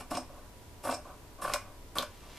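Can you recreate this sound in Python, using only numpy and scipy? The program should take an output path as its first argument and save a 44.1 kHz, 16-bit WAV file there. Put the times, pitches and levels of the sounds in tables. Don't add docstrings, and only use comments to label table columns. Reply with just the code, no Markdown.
import sys
import numpy as np
from scipy import signal
from scipy.fft import rfft, irfft, next_fast_len
from scipy.io import wavfile
from scipy.ndimage import map_coordinates

SR = 44100
rng = np.random.default_rng(int(sys.argv[2]) if len(sys.argv) > 2 else 0)


def int16_out(signal):
    q = np.round(np.clip(np.atleast_2d(signal).T, -1, 1) * 32767)
    wavfile.write(sys.argv[1], SR, q.astype(np.int16))


N = 105266

# start, rise and length in seconds; levels in dB
# of crunch, low, middle and upper table modes, shear and hiss; hiss band centre in Hz; blade ring in dB.
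CUT_STROKES = [(-.03, 0.0082, 0.043, -47, 16.5, 13.5, 7, -50, -48, 7700, -59.5),
               (0.101, 0.011, 0.074, -39, 9, 6.5, -3, -43.5, -52, 7100, -50),
               (0.828, 0.023, 0.1, -33.5, -3, 0, -8.5, -44, -44, 8300, -54.5),
               (1.411, 0.011, 0.12, -39, -12.5, -1, 1, -43.5, -45.5, 8900, -56.5),
               (1.953, 0.0021, 0.055, -38, 1, -7, 1, -42.5, -46, 9000, -59.5)]
# time in seconds, level in dB.
YARN_SNAPS = [(.008, -41), (.113, -25.5), (.119, -28), (.141, -33), (.1695, -23.5), (.848, -29),
              (.870, -27), (.890, -19), (.920, -24), (1.419, -33), (1.4475, -19.5), (1.476, -24),
              (1.497, -24), (1.5395, -20.5), (1.558, -25), (1.9555, -32), (1.966, -29), (1.987, -28),
              (1.996, -30), (2.028, -26)]
# frequency in Hz, width in Hz, level in dB.
TABLE_MODES = [(258, 15, -2), (325, 17, -7), (480, 30, -12), (560, 26, 1.5), (600, 24, 3), (698, 18, -3),
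               (738, 20, -5), (830, 30, -12), (940, 30, -8), (1040, 65, 1.5), (1160, 70, -2.5),
               (1300, 55, -10), (1480, 65, -6), (1690, 110, -15)]
BLADE_MODES = [(2500, 250, -12), (5300, 300, 0), (7050, 400, -9), (8400, 350, -5)]
# centre in seconds, half length in seconds, level in dB.
EDGE_SQUEAKS = [(.152, .005, -45), (.176, .005, -39), (.205, .012, -53), (.917, .009, -42),
                (.944, .007, -35)]
# time in seconds, level in dB, bright band's centre in Hz, its width in octaves,
# its lift in dB, clatter in dB, blade ring in dB.
BLADE_IMPACTS = [(1.5368, -26, 2400, 0.15, 8.5, -1, -7), (1.9846, -18.5, 3560, 0.17, 18, -17, -33),
                 (2.0244, -38.5, 2780, 0.24, 6, 0, -5)]
# start in seconds, length in seconds, level in dB.
MAT_SLIDES = [(.278, .11, -51), (1.04, .055, -46.5), (1.376, .02, -45), (1.517, .012, -47),
              (1.63, .04, -50), (2.215, .05, -54)]
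# time in seconds, level in dB.
RUSTLE_LEVELS = [(2.05, -65), (2.2, -63.5), (2.3, -57), (2.35, -56), (2.385, -48)]
# frequency in Hz, relative spectral density in dB.
SHEAR_SPECTRUM = [(150, 2), (800, 3), (1900, -10), (2500, -1), (3100, -8), (4300, -9), (6200, -18.5),
                  (9000, -17), (14000, -34.5)]
HISS_SPECTRUM = [(1000, 8.5), (4000, -5), (6500, -5), (8000, 1), (9500, 2.5), (10500, 0), (11600, 0.5),
                 (14000, -9)]
CLICK_SPECTRUM = [(200, 6.5), (1200, -6), (2500, 4), (6000, 0), (9000, -2), (14000, -6.5)]
CLOTH_SPECTRUM = [(200, -13), (1000, 1.5), (2000, 2), (3600, 3), (6000, -4), (9000, -11), (14000, -15)]
RUMBLE_SPECTRUM = [(20, -8), (30, -0.5), (44, -11.5), (68, -5), (115, -11), (175, -19), (280, -16.5),
                   (500, -19.5), (900, -24), (1500, -30.5), (4000, -35), (14000, -39)]
# frequency in Hz, time to fall 60 dB in seconds.
ROOM_T60 = [(200, 0.21), (1000, 0.18), (2500, 0.29), (3500, 0.2), (6000, 0.2), (13000, 0.18)]
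# frequency in Hz, gain in dB.
ECHO_GAIN = [(200, -12.5), (1200, -0.5), (2300, 2), (3500, -0.5), (5500, 2.5)]
# frequency in Hz, side over mid in dB.
ECHO_WIDTH = [(250, -4), (1100, -24.5), (2200, -19), (4000, -3.5), (13000, 1)]
RUMBLE_WIDTH = [(60, -12), (180, -10), (540, -10), (1620, -2.5), (4840, -1), (14500, -0.5)]
# frequency in Hz, level in dB.
MACHINE_TONES = [(30.5, -61.5), (974.4, -68)]

FIBRES_PER_S, FIBRE_SPREAD_DB = 6000, 3.5
JUDDER_PER_S, JUDDER_DB = 220, 3.5
SHEAR_CHANGE_DB, HISS_CHANGE_DB, RING_CHANGE_DB = 4.5, -12, -3
HISS_LIFT_DB, HISS_HALF_WIDTH_HZ = 2, 377


def crunch():
    snaps = sum(amp(db) * impulse(start, grit=.08, t60=.014) for start, db in YARN_SNAPS)
    distances = [abs(clock() - start - length / 2) for start, _, length, *_ in CUT_STROKES]
    nearest_stroke = np.argmin(distances, axis=0)
    out = np.zeros(N)
    for k, (start, rise, length, db, low_db, middle_db, upper_db, *_) in enumerate(CUT_STROKES):
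        threads = amp(db) * stroke(start, length, rise, release=.034) * grains(rate=1800, spread_db=3)
        place = [(330, low_db), (480, 0), (610, 0), (690, middle_db), (940, middle_db), (1030, upper_db)]
        modes = [(hz, width, level + along(place, hz)) for hz, width, level in TABLE_MODES]
        out += resonate(threads + snaps * (nearest_stroke == k), modes)
    return out


def edges():
    def rub(envelope):
        fibres = grains(FIBRES_PER_S, FIBRE_SPREAD_DB)
        return envelope * unit(fibres * amp(JUDDER_DB * wobble(JUDDER_PER_S)))

    shear, hiss, ring = np.zeros((3, N))
    for start, rise, length, *_, shear_db, hiss_db, band_hz, ring_db in CUT_STROKES:
        press = stroke(start, length, rise, release=.01)
        travel = np.clip((clock() - start) / length, 0, 1) - .5
        shear += press * amp(shear_db + SHEAR_CHANGE_DB * travel)
        ring += press * amp(ring_db + RING_CHANGE_DB * travel)
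        scrape = rub(press * amp(hiss_db + HISS_CHANGE_DB * travel))
        band = lambda f: np.exp(-((f - band_hz) / HISS_HALF_WIDTH_HZ) ** 2)
        hiss += coloured(scrape, lambda f: along(HISS_SPECTRUM, f) + HISS_LIFT_DB * band(f))
    for centre, half_length, db in EDGE_SQUEAKS:
        ring += amp(db) * np.exp(-((clock() - centre) / half_length) ** 2)
    return shaped(rub(shear), SHEAR_SPECTRUM) + hiss + resonate(rub(ring), BLADE_MODES)


def clicks():
    out = np.zeros(N)
    for start, db, band_hz, octaves, lift_db, clatter_db, ring_db in BLADE_IMPACTS:
        clatter, ring = rng.standard_normal((2, N)) * decay(clock() - start, t60=.045)
        blow = impulse(start, grit=.55, t60=.007) + amp(clatter_db) * clatter
        band = lambda f: np.exp(-.5 * (np.log2((f + 1) / band_hz) / octaves) ** 2)
        crack = coloured(blow, lambda f: along(CLICK_SPECTRUM, f) + lift_db * band(f))
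        out += amp(db) * (crack + amp(ring_db) * resonate(ring, BLADE_MODES))
    return out


def mat_slides(cutoff_hz=1200, scrape_db=-16):
    envelope = sum(amp(db) * stroke(start, length, attack=.012, release=.06)
                   for start, length, db in MAT_SLIDES)
    friction = envelope * grains(FIBRES_PER_S, FIBRE_SPREAD_DB)
    table = filtered(resonate(friction, TABLE_MODES), lambda f: 1 / np.sqrt(1 + (f / cutoff_hz) ** 4))
    return table + amp(scrape_db) * shaped(friction, SHEAR_SPECTRUM)


def rustle():
    times, db = np.transpose(RUSTLE_LEVELS)
    envelope = amp(np.interp(clock(), times, db, left=-120))
    return envelope * shaped(grains(rate=4100, spread_db=9.5), CLOTH_SPECTRUM)


def room(x, early_db=-7.5, tail_db=-7, build_s=.0067):
    hz, t, spectrum = signal.stft(rng.standard_normal((2, SR // 2)), SR, nperseg=256)
    tail = signal.istft(spectrum * decay(t, along(ROOM_T60, hz)[:, None]), SR, nperseg=256)[1]
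    lag = np.arange(tail.shape[1]) / SR
    tail *= np.clip(lag / build_s, 0, 1)
    early = rng.standard_normal(tail.shape) * decay(lag - .001, t60=.019)
    response = amp(tail_db) * tail / np.linalg.norm(tail[0])
    response += amp(early_db) * early / np.linalg.norm(early[0])
    reflections = signal.fftconvolve(x[None], response, axes=1)[:, :N]
    return stereo(reflections, ECHO_GAIN, ECHO_WIDTH)


def background(rumble_db=-51):
    rumble = unit(stereo(rng.standard_normal((2, N)), RUMBLE_SPECTRUM, RUMBLE_WIDTH))
    hum = sum(amp(db) * np.sqrt(2) * np.sin(2 * np.pi * (hz * clock() + rng.random()))
              for hz, db in MACHINE_TONES)
    return amp(rumble_db) * rumble + hum


def impulse(start, grit, t60):
    burst = grit * rng.standard_normal(N) * decay(clock() - start, t60)
    burst[round(start * SR)] += 1
    return burst / np.linalg.norm(burst) * np.sqrt(.002 * SR)


def grains(rate, spread_db):
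    spikes = (rng.random(N) < rate / SR) * rng.choice([-1, 1], N)
    return unit(spikes * amp(spread_db * np.clip(rng.standard_normal(N), -2, 2)))


def wobble(rate):
    return map_coordinates(rng.standard_normal(N // 10), [clock() * rate], mode="wrap")


def stroke(start, length, attack, release):
    t = clock() - start
    return np.clip(t / attack, 0, 1) * np.exp(-np.maximum(t - length, 0) / release)


def decay(t, t60):
    return (t >= 0) * np.exp(-np.log(1000) * np.maximum(t, 0) / t60)


def resonate(x, modes):
    def response(f):
        return unit(sum((-1) ** k * amp(db) * 1j * f * width / (hz * hz - f * f + 1j * f * width)
                        for k, (hz, width, db) in enumerate(modes)))
    return filtered(x, response)


def shaped(x, points):
    return coloured(x, lambda hz: along(points, hz))


def coloured(x, curve_db):
    def response(hz):
        gain = unit(amp(curve_db(hz)))
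        cepstrum = irfft(np.log(gain + 1e-9))
        half = len(cepstrum) // 2
        return np.exp(rfft(np.r_[cepstrum[0], 2 * cepstrum[1:half], np.zeros(half)]))
    return filtered(x, response)


def filtered(x, response):
    size = next_fast_len(N + SR // 2)
    return irfft(rfft(x, size) * response(np.fft.rfftfreq(size, 1 / SR)), size)[..., :N]


def stereo(mid_side, colour, width):
    mid, side = filtered(mid_side, lambda f: amp(along(colour, f)))
    side = filtered(side, lambda f: amp(along(width, f)))
    return np.array([mid + side, mid - side])


def along(points, hz):
    frequencies, values = np.transpose(points)
    return np.interp(np.log(hz + 1), np.log(frequencies + 1), values)


def amp(db):
    return 10 ** (np.asarray(db) / 20)


def unit(x):
    return x / np.sqrt(np.mean(abs(x) ** 2) + 1e-20)


def clock():
    return np.arange(N) / SR


def scene():
    direct = crunch() + edges() + clicks() + mat_slides() + rustle()
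    return amp(-1.5) * (direct + room(direct)) + background()


def record(dry):
    top_hz, slope_hz = 14250, 200
    return filtered(dry, lambda hz: np.clip((top_hz - hz) / slope_hz + .5, 0, 1))


dry = scene()
out = record(dry)
int16_out(out)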